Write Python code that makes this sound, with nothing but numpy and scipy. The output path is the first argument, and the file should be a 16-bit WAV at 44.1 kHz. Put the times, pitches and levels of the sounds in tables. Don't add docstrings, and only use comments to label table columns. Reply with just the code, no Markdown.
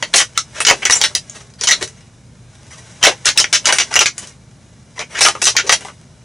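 import sys
import numpy as np
from scipy import signal
from scipy.fft import rfft, irfft, next_fast_len
from scipy.io import wavfile
from scipy.ndimage import map_coordinates

SR = 44100
rng = np.random.default_rng(int(sys.argv[2]) if len(sys.argv) > 2 else 0)


def wrap_up_sound(samples):
    columns = np.atleast_2d(samples).T
    tamed = np.clip(columns, -1, 1)
    steps = np.round(tamed * 32767).astype(np.int16)
    wavfile.write(sys.argv[1], SR, steps)


N = 275184


def amp(db):
    return 10 ** (np.asarray(db) / 20)


def unit(x):
    return x / np.sqrt(np.mean(x ** 2) + 1e-20)


def along(points, hz):
    point_hz, values = np.transpose(points)
    return np.interp(np.log(hz + 1), np.log(point_hz + 1), values)


def curves(rows):
    times_s, *columns = np.transpose(rows)
    return [np.interp(np.arange(N) / SR, times_s, column) for column in columns]


def wobble(rate_hz):
    knots = rng.standard_normal(int(N * rate_hz / SR) + 4)
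    return map_coordinates(knots, [np.arange(N) * rate_hz / SR])


def filtered(x, response):
    n = x.shape[-1]
    size = next_fast_len(n + 8192)
    spectrum = rfft(x, size) * response(np.fft.rfftfreq(size, 1 / SR))
    return irfft(spectrum, size)[..., :n]


def gritty(shape, spread_db):
    sizes_db = spread_db * rng.exponential(1, shape)
    return unit(rng.standard_normal(shape) * amp(sizes_db))


# [dB per Hz, relative]
HISS_COLOUR = [(15, -56.5), (25, -40.5), (43, -11.5), (124, -4), (197, -9.5), (241, -13), (303, -22),
               (635, -24.5), (1080, -33), (1510, -31), (2050, -43), (3970, -39), (11000, -41.5),
               (14300, -79.5), (22000, -120)]
# pitch_hz [Hz], correlation [-1..1]
HISS_LIKENESS = [(60, 0.98), (220, 0.97), (800, 0.82), (2900, 0.77), (10600, 0.46)]
# time_s [s], level_db [dB]
HUM_LEVEL = [(0.0, -61), (0.21, -51), (1.55, -52), (2.45, -43.5), (3.34, -55), (3.67, -44.5), (4.5, -57),
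             (6.24, -48.5)]


def background():
    def mid_side(hz):
        turn = np.arccos(np.clip(along(HISS_LIKENESS, hz), -1, 1)) / 2
        return amp(along(HISS_COLOUR, hz)) * [np.cos(turn), np.sin(turn)]

    mid, side = filtered(rng.standard_normal((2, N)), mid_side)
    hiss = amp(-45.5 + 0.29 * wobble(4.7)) * unit(np.array([mid + side, mid - side]))
    t = np.arange(N) / SR
    hum_db = curves(HUM_LEVEL)[0] + 2.2 * wobble(25)
    hum = amp(hum_db) * np.sin(2 * np.pi * 119 * t + 0.5 * wobble(4.85))
    since_tick_s = (t - 0.027) % (1 / 30)
    tick_db = -68.5 + 1.5 * wobble(12) - 60 * since_tick_s / 0.011
    tick = amp(tick_db) * np.sin(2 * np.pi * 4050 * since_tick_s)
    return hiss + hum + tick


# pitch_hz [Hz], t60_s [s]
FABRIC_DECAY = [(300, 0.17), (800, 0.069), (2000, 0.098), (5500, .12), (10000, 0.12)]


def blind(x):
    out, step = np.zeros((2, N + SR)), SR // 8
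    delay = 90
    for start in range(0, N, step):
        hz, t, z = signal.stft(rng.standard_normal((2, SR // 4)), SR, nperseg=256)
        decay = amp(-60 * t / along(FABRIC_DECAY, hz)[:, None])
        tail = signal.istft(z * decay, SR, nperseg=256)[1]
        tail[1] = 1.04 * tail[0] + 0.59 * tail[1]
        tail = tail / np.linalg.norm(tail[0])
        wet = signal.fftconvolve(x[:, start:start + step], tail, axes=1)
        out[:, start + delay:][:, :wet.shape[1]] += wet
    return out[:, :N]


# [dB, relative]
ANTLER_MODES = [(405, 70, -5.5), (614, 74, 7), (845, 190, -2), (1227, 182, 5.5), (1590, 300, -6.5),
                (1927, 120, 7.5), (2247, 203, -5), (2645, 110, 5.5), (2955, 108, -3.5), (3120, 110, 3),
                (3940, 360, -2.5), (4510, 220, 6), (5130, 380, 1.5), (5400, 420, 2.5), (5938, 500, -1),
                (6130, 240, 3.5), (6600, 490, -6.5), (7300, 110, 3), (8300, 270, -8), (9680, 170, 6)]


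def rings(hz, gains_db):
    total = 0
    for k, ((mode_hz, width_hz, db), gain_db) in enumerate(zip(ANTLER_MODES, gains_db)):
        damping = 1j * hz * width_hz
        total = total + (-1) ** k * amp(db + gain_db) * damping / (mode_hz ** 2 - hz ** 2 + damping)
    return total


# time_s [s], tip_hiss_db [dB]
GRIND_LEVEL = [(0.0, -49), (0.45, -56), (0.7, -44), (1.08, -43.5), (1.22, -55), (1.37, -49.5),
               (1.55, -61.5), (1.78, -44.5), (2.0, -59), (2.31, -62.5), (2.88, -49.5), (3.22, -50.5),
               (3.35, -51), (3.87, -44), (4.12, -57), (4.24, -44), (4.38, -61.5), (5.0, -59), (5.35, -47),
               (5.87, -47), (5.96, -58.5), (6.24, -60.5)]
# [dB per Hz, relative]
RUB_COLOUR = [(120, -38.5), (200, 5.5), (495, -1), (692, -12), (818, -6.5), (1090, 1), (2930, 2),
              (4520, 2.5), (5720, 11), (11000, 0), (14300, -54.5), (22000, -120)]
RUB_KNOCK_DB, RUB_BASS_DB = -2, -2


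def grind():
    level_db, = curves(GRIND_LEVEL)
    body = lambda hz: amp(along(RUB_COLOUR, hz) - 1) + rings(hz, np.zeros(len(ANTLER_MODES)))
    grit = filtered(gritty(N, spread_db=2.5) * amp(0.69 * wobble(60)), body)
    below_1200, below_3500 = filtered(grit, lambda hz: 1 / (1 + (hz / [[1200], [3500]]) ** 6))
    tips = unit(grit - below_3500)
    rasp = amp(RUB_KNOCK_DB) * unit(below_3500 - below_1200)
    rumble = amp(RUB_BASS_DB) * unit(below_1200)
    return amp(level_db) * (tips + rasp + rumble) * amp([[0.4], [-0.4]])


BAND_EDGES_HZ = [300, 1200, 3500, 7500, 11000]


def voice(hz, bands_db, gains_db):
    body = amp(-0.5) + amp(1.0) * rings(hz, gains_db)
    power = [2 * np.sum(np.abs(body[(hz > low) & (hz < high)]) ** 2) / len(hz)
             for low, high in zip(BAND_EDGES_HZ, BAND_EDGES_HZ[1:])]
    bass, knock, click, treble = bands_db - 10 * np.log10(power)
    colour = [(150, bass - 22), (380, bass - 3), (1050, bass), (1350, knock), (3200, knock),
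              (3800, click), (7200, click), (8000, treble + 2), (11000, treble - 3)]
    return amp(along(colour, hz) + 6.0) * body


# pitch_hz [Hz], left_over_right_db [dB]
LEFT_LEAN = [(300, 1), (800, 1.5), (2000, -0.26)]
TINE_HZ, TINE_DB = 5814, 10
PORT_LAG_S = 6e-6


def add(out, start_s, force, click_db, knock_db, bass_db, treble_db, ring_hz, ring_db, pan_db):
    modes_hz = np.array(ANTLER_MODES)[:, 0]
    near = lambda hz: np.exp(-(np.log(modes_hz / hz) / 0.097) ** 2)
    gains_db = ring_db * near(ring_hz) + TINE_DB * near(TINE_HZ) + rng.normal(0, 2.06, len(modes_hz))
    bands_db = click_db + np.array([bass_db, knock_db, 0, treble_db])
    lag_s = rng.normal(0, PORT_LAG_S) * np.array([[1], [-1]])

    def response(hz):
        lean = amp(along(LEFT_LEAN, hz) / [[2], [-2]])
        return voice(hz, bands_db, gains_db) * np.exp(1j * np.pi * hz * lag_s) * lean

    hit = filtered(force, response) * amp([[pan_db / 2], [-pan_db / 2]])
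    out[:, round(start_s * SR):][:, :hit.shape[1]] += hit


# [s, floored in scrapes()]
SCRAPE_EVENTS = [(0.13, -38, 4, -1, -6, 1660, 9, 0.005), (0.346, -46.5, 8.5, -2, -10, 3040, 8.9, 0.032),
                 (0.538, -39, 4, -1, -8, 1580, 9.8, 0.042), (0.574, -36, -1, -3.5, -9, 596, 10, 0.016),
                 (0.818, -35, 12, 1.5, -11.5, 2300, 12, 0.016),
                 (0.975, -32.5, -19.5, -18.5, -9.5, 7300, 4, 0.025),
                 (1.003, -26.5, -4, -4, -14.5, 7160, 22, 0.0058), (1.108, -49, 1.5, 8, -12, 880, 8, 0.0049),
                 (1.34, -42.5, 1, -3, -4, 1640, 11, 0.027), (1.395, -45.5, -1.5, -5, -9.5, 1510, 12, 0.02),
                 (1.583, -45.5, -3, -6, -8, 4480, 10, 0.02), (1.807, -32, 2, 4.5, -7, 420, 32, 0.015),
                 (1.96, -54, -1, -17, -9, 6490, 10, 0.025), (2.703, -45, 2, -7, -7, 2100, 15, 0.015),
                 (2.717, -45.5, 0, -4.5, -7, 2760, 7.7, 0.022), (2.77, -46, -4, -4, -5, 2020, 11, 0.021),
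                 (3.01, -44, 6, 6, -5, 3140, 11, 0.008), (3.021, -36, 11, 11.5, -8, 3060, 8, 0.0025),
                 (3.1, -37, 3.5, 5, -11, 880, 11, 0.024), (3.246, -35.5, 9, -7, -7, 1800, 10, 0.0078),
                 (3.355, -36.5, 0, 2, -13, 6500, 4, 0.015), (3.641, -41, 6, 1, -6, 2820, 10, 0.01),
                 (3.744, -28, 0, -13, -4, 6200, 7.4, 0.023), (3.907, -34.5, 3, 5, -9, 890, 9.1, 0.01),
                 (3.923, -29, 5, -8, -9, 1240, 13, 0.0092), (4.21, -44, -3.5, -9, -6, 2960, 13, 0.03),
                 (4.953, -48, 3, 0, -9, 2170, 10, 0.025), (4.976, -43.5, 9, 7, -11, 2000, 16, 0.0071),
                 (5.0, -37.5, 11, 5, -9, 2200, 17, 0.019), (5.091, -46, 4.5, 2.5, -4, 2150, 11, 0.06),
                 (5.145, -36, 9.5, -1.5, -11, 1600, 14, 0.016),
                 (5.163, -30.5, 6.5, -7, -13, 1690, 10, 0.022),
                 (5.183, -21.5, -3.5, -10, -10, 2260, 13, 0.011),
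                 (5.485, -21, -10, -22, -10, 6000, 6.7, 0.017), (5.632, -44.5, 4.5, 12, -15, 393, 40, 0.04),
                 (5.664, -28, -6, -1, -9, 390, 27, 0.013)]
PAN_SCRAPE_DB = 1.5


def scrapes():
    out, t = np.zeros((2, N + SR)), np.arange(SR // 8) / SR
    for start_s, *tone, length_s in SCRAPE_EVENTS:
        u = t / max(length_s, 0.002)
        force = 2 * u * np.exp(-u ** 2) * gritty(len(t), spread_db=1.5)
        add(out, start_s, force, *tone, PAN_SCRAPE_DB)
    return out[:, :N]


# [dB, blow over chatter]
BLOW_EVENTS = [(0.0254, -30, 0.5, -5, -17, 4240, 16, 19.7), (0.1384, -12.5, 1, -4.5, -9.5, 4030, 13, 3.4),
               (0.148, -16.5, -7, -3, -6.5, 4330, 8.9, 5.4), (0.159, -14, -8.5, -16, -5, 2330, 11, 9.8),
               (0.18, -14.5, -4, -18, -6.5, 3170, 12, 8.2), (0.201, -18, 1.5, -8.5, -8, 2920, 4.9, 5.9),
               (0.3762, -22.5, -5.5, -18.5, -13, 1277, 12, 21.9), (0.6035, -27, 3, -4, 1.5, 2490, 7, 14.2),
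               (0.65, -20.5, -4, -20, -17.5, 1790, 6.4, 15.7), (0.667, -14.5, 1, -15, -13, 2910, 20, 8.6),
               (0.683, -12.5, 1.5, -6.5, -16, 2910, 12, 5.4), (0.699, -18, 4, -4, -15.5, 1930, 6.3, 11.5),
               (0.71, -26.5, 6, 6, -11, 2720, 5.5, 18.5), (0.8529, -23.5, 5.5, -8, -8, 2260, 10.4, 16.3),
               (0.898, -22.5, 2.5, -1.5, -12.5, 1780, 8, 15.3), (0.908, -17, -17, -16, -9.5, 4100, 4, 13.6),
               (0.922, -12.5, -7, -16.5, -9.5, 5750, 15, 5.2), (0.955, -20, -7.5, -13, -8.5, 6960, 23, 7.9),
               (1.0143, -20, -3.5, -16, -13, 3040, 7, 17), (1.0382, -16, -2.5, -15, -11, 3830, 13.4, 12.2),
               (1.151, -23.5, -6, -16, -8, 3020, 8.4, 19.7), (1.297, -42, -14, -25, -11, 6800, 34, 18.5),
               (1.5015, -62, -11, -4, -10, 2120, 10, 19), (1.538, -59.5, -6, -5, -6.5, 895, 8, 17),
               (1.611, -29, -7, -7, -12, 385, 24, 14), (1.6355, -23.5, -5, -13.5, -8.5, 3320, 12, 11.8),
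               (1.672, -14, -4, -17.5, -16.5, 2980, 15, 7.2), (1.687, -19.5, -4, -12, -15, 1830, 12, 15.8),
               (1.709, -14, 0.5, -35, -14, 1750, 15, 6.8), (1.722, -16, -6, -18.5, -18, 4070, 15, 8.5),
               (1.826, -30.5, -3, -5.5, -7, 420, 20, 17.2), (1.8762, -42, -8, -31, -7, 6470, 12, 15),
               (2.007, -57, -1, -7, -10, 3620, 11, 11), (3.0277, -18.5, 3, -10.5, -15, 2920, 13, 14),
               (3.0379, -13, 0.5, -7, -18.5, 1940, 13, 12), (3.05, -14.5, 3.5, -7, -12, 2880, 7.8, 11),
               (3.068, -12.5, 0, 2.5, -12, 3830, 13, 4.3), (3.08, -24.5, 4, 5.5, -12, 497, 15, 10),
               (3.256, -12.5, -8, -15.5, -11.5, 5340, 6.3, 9.8),
               (3.267, -16, -1, -16, -10.5, 3900, 5.3, 9.8),
               (3.289, -20.5, -3.5, -15.5, -14, 4900, 8.3, 16.4),
               (3.3754, -10.5, -2, -29, -7, 2800, 33, 5.7), (3.383, -11, -8, -28, -14, 5210, 20, 3.5),
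               (3.4, -16, -4.5, -13, -11.5, 2900, 17, 13), (3.442, -37.5, 6.5, -10, -18, 1480, 5.3, 24.2),
               (3.5277, -12.5, -3.5, -17.5, -10, 5300, 6.6, 5.5),
               (3.545, -13.5, -4, -22, -15, 3060, 9.7, 6.6),
               (3.6557, -16, -5.5, -24, -10.5, 1370, 12, 12.2), (3.67, -16, -4, -9, -10.5, 6700, 11, 7.4),
               (3.688, -23, 7.5, 3.5, -8.5, 820, 13, 9.5), (3.725, -20, 0, -6, -5.5, 1540, 12, 17),
               (3.785, -19, -4.5, -16, -12.5, 5730, 12, 18), (3.799, -16, -1, -15.5, -14.5, 2680, 9.6, 7.9),
               (3.94, -28, -1, -14, -8.5, 5540, 7.5, 16.6), (3.956, -22, -1.5, -10, -19, 6600, 7.1, 16.4),
               (3.963, -22, 2.5, 0, -14.5, 1470, 3.5, 18), (3.991, -17.5, -4.5, -32, -14, 5840, 49, 18.4),
               (4.006, -13.5, -1, -8, -12.5, 5740, 5, 5.2), (4.0582, -19, -0.5, -19, -16.5, 2270, 17, 14.7),
               (4.1804, -34, -10, -14, -2, 7100, 13, 14), (4.272, -43, -16, -25, -8, 6560, 16, 17.3),
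               (4.992, -31.5, 3.5, -3, -16, 2120, 19, 11), (5.208, -14, -2, -6.5, -5.5, 2160, 7.9, 8.1),
               (5.228, -16, -8.5, -24, -5, 4980, 8.2, 9), (5.249, -14, 2.5, -7.5, -11, 3500, 11, 8.1),
               (5.263, -19, 4.5, -5.5, -4.5, 1200, 7.6, 8), (5.285, -28.5, 4, 1.5, -4.5, 840, 18, 19),
               (5.351, -51.5, 13, 16, -7, 1170, 8.1, 20.5), (5.417, -19, 0, -13, -4, 880, 7, 3.5),
               (5.421, -23, -5, -4.5, -5, 6500, 8, 10.2), (5.426, -25.5, -5.5, -9, -5, 2720, 13, 19),
               (5.441, -21, -12, -34, -4, 6510, 7.9, 12), (5.4546, -12.5, -11, -37, -15, 6000, 12, 12),
               (5.468, -12.5, -5.5, -13.5, -12.5, 2860, 12, 7.2), (5.552, -41.5, 6, 12.5, -15, 870, 11, 5),
               (5.566, -15, -2.5, -39, -23, 1590, 8.2, 10.5), (5.587, -24, 3.5, -12, -18, 1520, 4.7, 9.3),
               (5.6941, -17.5, 2.5, -4.5, -17, 2050, 7.9, 14.4), (5.706, -21, 1, -1, -10, 1910, 8.4, 8.1),
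               (5.719, -12, -2, -11.5, -9, 2460, 7.4, 3.7), (5.808, -45, 2, 2, -4, 554, 7.2, 11),
               (5.849, -43.5, 1, 7, -4, 830, 10, 11), (5.869, -51, -11, 2, -4, 500, 10, 7.5),
               (5.884, -53.5, 11.5, 11, -8, 1320, 18, 16)]
CHATTER_S = 0.023
PAUSE_S = 0.03
PAN_NEW_DB, PAN_ON_DB = 1.6, 1.5


def clashes():
    out, t = np.zeros((2, N + SR)), np.arange(SR // 8) / SR
    gaps_s = np.diff([-1, *(row[0] for row in BLOW_EVENTS), N / SR])
    for (start_s, *tone, blow_db), before_s, after_s in zip(BLOW_EVENTS, gaps_s, gaps_s[1:]):
        swell = 1 - np.exp(-t / 0.0015)
        fade = np.exp(-(t / min(after_s, CHATTER_S)) ** 2)
        chatter = swell * fade * gritty(len(t), spread_db=2.5)
        blow = amp(blow_db - 60 * t / 0.0078) * rng.standard_normal(len(t))
        pan_db = PAN_NEW_DB if before_s > PAUSE_S else PAN_ON_DB
        add(out, start_s, chatter + blow, *tone, pan_db)
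    return out[:, :N]


def scene():
    antlers = clashes() + scrapes() + grind()
    return antlers + amp(-5.0) * blind(antlers) + background()


MIC_HZ, TOP_HZ = 11200, 16000


def record(dry):
    edge = lambda hz, top_hz: np.sin(np.pi / 2 * np.clip((top_hz - hz) / 250, 0, 1)) ** 2
    heard = filtered(dry, lambda hz: edge(hz, MIC_HZ))
    hardness = 8
    flat = heard / (1 + np.abs(heard / 0.86) ** hardness) ** (1 / hardness)
    shelf = lambda hz: amp(-4.0) + (1 - amp(-6.0)) * edge(hz, MIC_HZ)
    return filtered(flat, lambda hz: shelf(hz) * edge(hz, TOP_HZ))


dry = scene()
out = record(dry)
wrap_up_sound(out)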